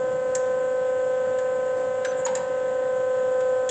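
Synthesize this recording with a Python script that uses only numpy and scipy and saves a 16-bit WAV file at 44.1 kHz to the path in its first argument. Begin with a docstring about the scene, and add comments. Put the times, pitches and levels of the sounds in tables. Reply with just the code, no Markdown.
"""A surface grinder idles in a large workshop, heard in mono through a small microphone.
From the start a nine-vane hydraulic pump hums and throbs once per shaft turn (sines locked to the
shaft) over motor tones (wavering sines), rumble and oil hiss (shaped noise). Table bumps are swells of noise.
Valve and latch clicks come and go from 0.35 s on: noise cracks with ringing steel. Low knocks come near 1.8 s.
From about 2.05 s clacks, short steel rings and a soft scrape are heard; the last knocks come near 3.7 s."""
import sys
import numpy as np
from scipy import signal
from scipy.fft import rfft, irfft
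from scipy.io import wavfile
from scipy.ndimage import uniform_filter1d

SR = 44100
rng = np.random.default_rng(int(sys.argv[2]) if len(sys.argv) > 2 else 0)


def log_audio(samples):
    """Write samples as a 16-bit WAV file to the path given in sys.argv[1]."""
    # one column per channel
    frames = np.atleast_2d(samples).T
    # limit to full scale, then quantise
    limited = np.clip(frames, -1, 1)
    pcm = np.round(limited * 32767).astype(np.int16)
    wavfile.write(sys.argv[1], SR, pcm)


N = 163170  # length in samples


def gain_of(db):
    """Turn decibels into a plain multiplier."""
    return 10 ** (np.asarray(db) / 20)


def evened(x):
    """Scale a signal to an rms of 1."""
    return x / np.sqrt(np.mean(x ** 2) + 1e-20)


def read(points, hz):
    """Read a curve of (hz, value) points along a logarithmic pitch scale."""
    point_hz, value = np.transpose(points)
    return np.interp(np.log(hz + 1), np.log(point_hz + 1), value)


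def add(mix, start_s, sound):
    """Add a sound into the mix at its start time, cut at the end of the mix."""
    part = mix[round(start_s * SR):][:len(sound)]
    part += sound[:len(part)]


def wander(rate_hz):
    """Slow random curve of rms 1: twelve sines up to rate_hz, the slow ones strongest."""
    t = np.arange(0, N + 256, 256) / SR
    curve = 0
    for hz in np.geomspace(rate_hz / 20, rate_hz, 12):
        curve = curve + np.sin(2 * np.pi * (hz * t + rng.random())) / np.sqrt(hz)
    return np.interp(np.arange(N) / SR, t, evened(curve))


def ringing(modes, t, pitch=1):
    """Struck steel: a sum of sines, each dying at its own speed."""
    out = 0
    for hz, level_db, t60_s in modes:
        out = out + gain_of(level_db - 60 * t / t60_s) * np.sin(2 * np.pi * hz * pitch * t)
    return out


def crack(colour, noise, pitch=1):
    """Rough contact: noise of rms 1 in a given colour, which pitch moves up or down."""
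    hz = np.fft.rfftfreq(len(noise), 1 / SR)
    return evened(irfft(rfft(noise) * gain_of(read(colour, hz / pitch))))


# how long each band of the workshop echo takes to fall 60 dB: pitch_hz, t60_s
ECHO_TIMES = [(300, 0.97), (2000, 0.97), (8000, 0.25)]


def room(x):
    """Workshop echo: sparse taps of random sign, each band dying at its own speed."""
    taps = np.zeros(SR)
    at = np.arange(260, SR - 20, 20)  # samples; one tap in each step of 20
    taps[at + rng.integers(0, 20, len(at))] = rng.choice([-1., 1.], len(at))
    hz, t, bands = signal.stft(taps, SR, nperseg=256)
    fading = bands * gain_of(-60 * t / read(ECHO_TIMES, hz)[:, None])
    tail = signal.istft(fading, SR, nperseg=256)[1]
    return signal.fftconvolve(x, tail / np.linalg.norm(tail))[:N]


# colour of the rumble and hiss, only the shape counts: pitch_hz, relative_db_per_hz
FLOOR_COLOUR = [(25, -75.5), (60, -70.5), (72, -65.5), (90, -70), (110, -57.5), (200, -60), (300, -57.5),
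                (400, -62.5), (520, -53.5), (650, -60.5), (900, -61.5), (1150, -69), (1550, -65.5),
                (1900, -68), (2100, -77), (3000, -76), (5000, -85), (6000, -83.5), (7400, -71), (8300, -82),
                (9100, -103.5)]


def rumble_and_hiss():
    """Rumble and oil hiss: random spectra with drifting louder and softer patches."""
    level_db, level_waver_db, patch_db = -42.5, 0.24, 1.2
    frames, hz = N // 256 + 5, np.fft.rfftfreq(1024, 1 / SR)
    real, imaginary, patches = rng.standard_normal((frames, 513, 3)).T
    patches = uniform_filter1d(patches, 14, 0)  # smooth across pitch
    patches = evened(uniform_filter1d(patches, 10, 1))  # smooth along time
    colour_db = read(FLOOR_COLOUR, hz)[:, None] + patch_db * patches
    spectra = (real + 1j * imaginary) * gain_of(colour_db)
    noise = signal.istft(spectra, nperseg=1024, noverlap=768)[1][:N]
    return gain_of(level_db + level_waver_db * wander(30)) * evened(noise)


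# steady tones of the wheel motor: pitch_hz, level_db (rms)
MOTOR_TONES = [(105, -60.5), (840, -67.5), (1136, -61), (2530, -68), (2649, -71)]
# level of the strongest motor tone over time: time_s, level_db (rms)
WHINE_LEVEL = [(0, -54), (1.3, -57), (1.8, -49), (2.7, -52), (3.1, -57), (3.7, -53)]


def motor():
    """Wheel motor: slightly wavering sines; the strongest swells slowly."""
    t = np.arange(N) / SR
    whine_hz = 714.4
    whine_gain = gain_of(np.interp(t, *np.transpose(WHINE_LEVEL)))
    out = whine_gain * np.sin(2 * np.pi * whine_hz * t + 0.31 * wander(4))  # phase waver in rad
    for hz, level_db in MOTOR_TONES:
        gain = gain_of(level_db + 0.82 * wander(7.2))  # level waver in dB
        out += gain * np.sin(2 * np.pi * hz * t + 0.54 * wander(7))
    return np.sqrt(2) * out  # makes the levels rms


# dull bumps of the table and a soft scrape:
# start_s, level_db (rms before the fades), pitch_hz, width_octaves, length_s
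TABLE_BUMPS = [(.08, -47, 150, 0.8, 0.16), (2.155, -46.5, 7330, 0.16, .08), (2.255, -46.5, 180, 1.3, .2),
               (2.268, -42.5, 870, .4, 0.21)]


def bumps():
    """Table bumps and a scrape: short swells of noise kept to one band."""
    out = np.zeros(N)
    noises = rng.standard_normal((len(TABLE_BUMPS), 16384))
    for (start_s, level_db, hz, octaves, length_s), noise in zip(TABLE_BUMPS, noises):
        edges_hz = hz * 2 ** (octaves * np.array([-.5, .5]))
        band_filter = signal.butter(2, edges_hz, "band", fs=SR, output="sos")
        band = signal.sosfilt(band_filter, noise)[-round(length_s * SR):]
        add(out, start_s, gain_of(level_db) * evened(band) * np.hanning(len(band)) ** .5)
    return out


# thin steel rings, stopped by a finger: start_s, length_s (before the fade-out), pitch_hz, level_db (peak)
STEEL_RINGS = [(2.052, .062, 6089, -45.5), (2.2515, 0.0058, 6840, -21), (2.285, 0.041, 6840, -51)]


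def rings():
    """Thin steel: steady sines that start fast and stop short."""
    rise_s, fade_s = 0.0012, 0.0056
    t, out = np.arange(8192) / SR, np.zeros(N)
    for start_s, length_s, hz, level_db in STEEL_RINGS:
        shape = np.clip(np.minimum(t / rise_s, (length_s - t) / fade_s + 1), 0, 1)
        add(out, start_s, gain_of(level_db) * shape * np.sin(2 * np.pi * hz * t))
    return out


# knocks of the table, the valve lever and the steel part on the chuck:
# start_s, relative_level_db, pitch_factor
KNOCKS = [(1.765, -24.5, .34), (1.79, -27, .3), (1.835, -28, .28), (.352, -37, 1.9), (1.386, -36, 1.82),
          (2.352, -33, 1.7), (3.405, -37, 1.6), (2.362, -30, 1.0), (2.047, -21.5, 1.68), (2.068, -39, 1.6),
          (2.116, -36.5, 1.6), (2.261, -19.5, 1.01), (2.278, -23, .95), (2.371, -28.5, 1.04),
          (3.691, -29, 3.55)]
# ringing tones of a knock at pitch factor 1: pitch_hz, relative_level_db, t60_s (time to fall 60 dB)
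KNOCK_MODES = [(784, -12, 0.063), (859, -6, 0.13), (948, 3, .08), (1160, -13, 0.028)]
# colour of the knock noise at pitch factor 1: pitch_hz, relative_level_db
KNOCK_COLOUR = [(400, -34), (700, -17.5), (820, -2.5), (950, 1.5), (1300, -12), (1800, -10), (2600, -16),
                (4000, -21), (8000, -33)]


def clacks():
    """Rough knocks: dying coloured noise with a few ringing tones, moved together in pitch."""
    noise_db, noise_t60_s, rise_s = 3.5, 0.071, .005  # a higher pitch rises faster
    t, out = np.arange(8192) / SR, np.zeros(N)
    noises = rng.standard_normal((len(KNOCKS), 8192))
    for (start_s, level_db, pitch), noise in zip(KNOCKS, noises):
        burst = crack(KNOCK_COLOUR, noise, pitch) * gain_of(noise_db - 60 * t / noise_t60_s)
        rise = np.minimum(t * pitch / rise_s, 1)
        # 8 dB down, since noise and tones add up
        add(out, start_s, gain_of(level_db - 8) * rise * (burst + ringing(KNOCK_MODES, t, pitch)))
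    return out


# valve and latch clicks: start_s, relative_level_db, rise_s
VALVE_CLICKS = [(.350, -14.5, 0.0029), (.364, -32, 0.0038), (0.376, -40, 0.0033), (1.384, -29.5, 0.0087),
                (2.048, -29.5, 0.0025), (2.26, -21, .004), (2.351, -17.5, 0.0022), (2.371, -29, 0.003),
                (3.402, -29, .01), (3.691, -20, .0012), (3.694, -30, 0.001)]
# colour of the click noise: pitch_hz, relative_level_db
CLICK_NOISE_COLOUR = [(500, -33.5), (1300, -27), (1750, -14), (2300, -17.5), (3000, -29), (4000, -14),
                      (5000, -14), (6000, -9.5), (7200, 2.5), (8500, -15)]
# short steel tones in a click: pitch_hz, relative_level_db, t60_s (time to fall 60 dB)
CLICK_STEEL = [(1788, -9, .06), (3382, -15, 0.017), (6640, -6, 0.044), (7620, -4, .05), (7500, -13, .08)]


def clicks():
    """Valve and latch: a bright crack of dying noise with short steel tones."""
    noise_db, noise_t60_s = 2, 0.035
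    t, out = np.arange(4096) / SR, np.zeros(N)
    noises = rng.standard_normal((len(VALVE_CLICKS), 4096))
    for (start_s, level_db, rise_s), noise in zip(VALVE_CLICKS, noises):
        burst = crack(CLICK_NOISE_COLOUR, noise) * gain_of(noise_db - 60 * t / noise_t60_s)
        rise = np.minimum(t / rise_s, 1)
        # 5.5 dB down, since noise and tones add up
        add(out, start_s, gain_of(level_db - 5.5) * rise * (burst + ringing(CLICK_STEEL, t)))
    return out


# pump shaft speed, which races briefly while the valve unloads: time_s, turns_per_s
SHAFT_SPEED = [(0, 28.435), (.25, 28.435), (.3, 28.415), (.45, 28.42), (.55, 28.428), (2.2, 28.428),
               (2.31, 28.53), (2.42, 28.43), (2.7, 28.42), (3.7, 28.415)]
# pump levels over time: time_s, main_hum_db (rms), overtones_db, high_overtones_db
HUM_LEVELS = [(0.0, -25, -46, -67), (0.22, -26, -48, -62.5), (0.4, -24, -45.5, -64.5),
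              (0.6, -24.5, -46.5, -65), (1.1, -24, -47, -63.5), (1.81, -25.5, -47, -63.5),
              (2.02, -27, -47.5, -61.5), (2.06, -27, -48, -56), (2.1, -26.5, -47, -65),
              (2.28, -27, -48, -58), (2.31, -24.5, -52, -63), (2.41, -29.5, -47.5, -63),
              (2.48, -29, -46.5, -69), (2.51, -26, -46.5, -61.5), (2.64, -26, -46.5, -64.5),
              (3.53, -22, -45.5, -67.5), (3.68, -25.5, -45.5, -70), (3.7, -25, -48, -61)]
# overtones of the vane pulses: cycles_per_turn; and level_db against the overtone level
OVERTONE_ORDERS = [9, 27, 36, 45, 54, 63, 108, 117, 126]
OVERTONE_DB = [-18.5, 2.5, 3.5, -3, 3, -14.5, -21, -20.5, -24.5]
# high overtones: cycles_per_turn; and level_db against the high overtone level
HIGH_OVERTONE_ORDERS = [72, 81, 90, 99]
HIGH_OVERTONE_DB = [5, -1, -16.5, -2.5]
# once-a-turn knock through the housing: cycles_per_turn; and level_db (rms)
TURN_ORDERS = [8, 15, 16, 17, 19, 20, 21, 23, 25, 26, 34, 37, 46, 55, 62]
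TURN_DB = [-62, -65, -48, -52.5, -35.5, -38.5, -67.5, -66, -63, -57.5, -56, -56.5, -63.5, -60, -59]


def pump():
    """Vane tones and a once-a-turn knock, all locked to the shaft, so that the hum throbs."""
    hum_angle, overtone_angle, knock_angle = -.075, -.319, 1.079  # shaft angles, rad
    overtone_lead, low_lead = 2.4, 1.3  # phase leads, rad; low_lead is for orders below housing resonances
    level_waver_db = 0.63
    t = np.arange(N) / SR
    speed = np.interp(t, *np.transpose(SHAFT_SPEED))
    angle = 2 * np.pi * np.cumsum(speed) / SR
    time_s, *levels = np.transpose(HUM_LEVELS)
    hum, over, high = (gain_of(np.interp(t, time_s, db)) for db in levels)

    def orders(cycles_per_turn, levels_db, start_angle, lead):
        """Tones that repeat a whole number of times per turn, each wavering in level."""
        total = 0
        for k, level_db in zip(cycles_per_turn, levels_db):
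            gain = gain_of(level_db + level_waver_db * wander(4.7))
            total = total + gain * np.cos(k * (angle - start_angle) + lead(k))
        return total

    out = hum * np.cos(18 * (angle - hum_angle))  # two cycles per vane
    out += over * orders(OVERTONE_ORDERS, OVERTONE_DB, overtone_angle,
                         lambda k: overtone_lead + low_lead * (k < 36))
    out += high * orders(HIGH_OVERTONE_ORDERS, HIGH_OVERTONE_DB, overtone_angle, lambda k: overtone_lead)
    out += orders(TURN_ORDERS, TURN_DB, knock_angle, lambda k: low_lead * (k < 18))
    return np.sqrt(2) * out  # makes the levels rms


def scene():
    """Steady machine plus its hits and soft sounds, which also echo in the workshop."""
    echo_db, soft_echo_db = -10, -12.5  # soft sounds enter the echo weaker by soft_echo_db
    hits = clicks() + clacks()
    soft = rings() + bumps()
    machine = rumble_and_hiss() + motor() + pump()
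    echo = gain_of(echo_db) * room(hits + gain_of(soft_echo_db) * soft)
    return (machine + hits + soft + echo)[None]


def record(dry):
    """Small microphone: a low-pass filter takes away the pitches above its band limit."""
    band_limit_hz = 8850
    low_pass = signal.firwin(201, band_limit_hz, window=("kaiser", 9), fs=SR)
    return signal.oaconvolve(dry, low_pass[None], "same")


dry = scene()
out = record(dry)
log_audio(out)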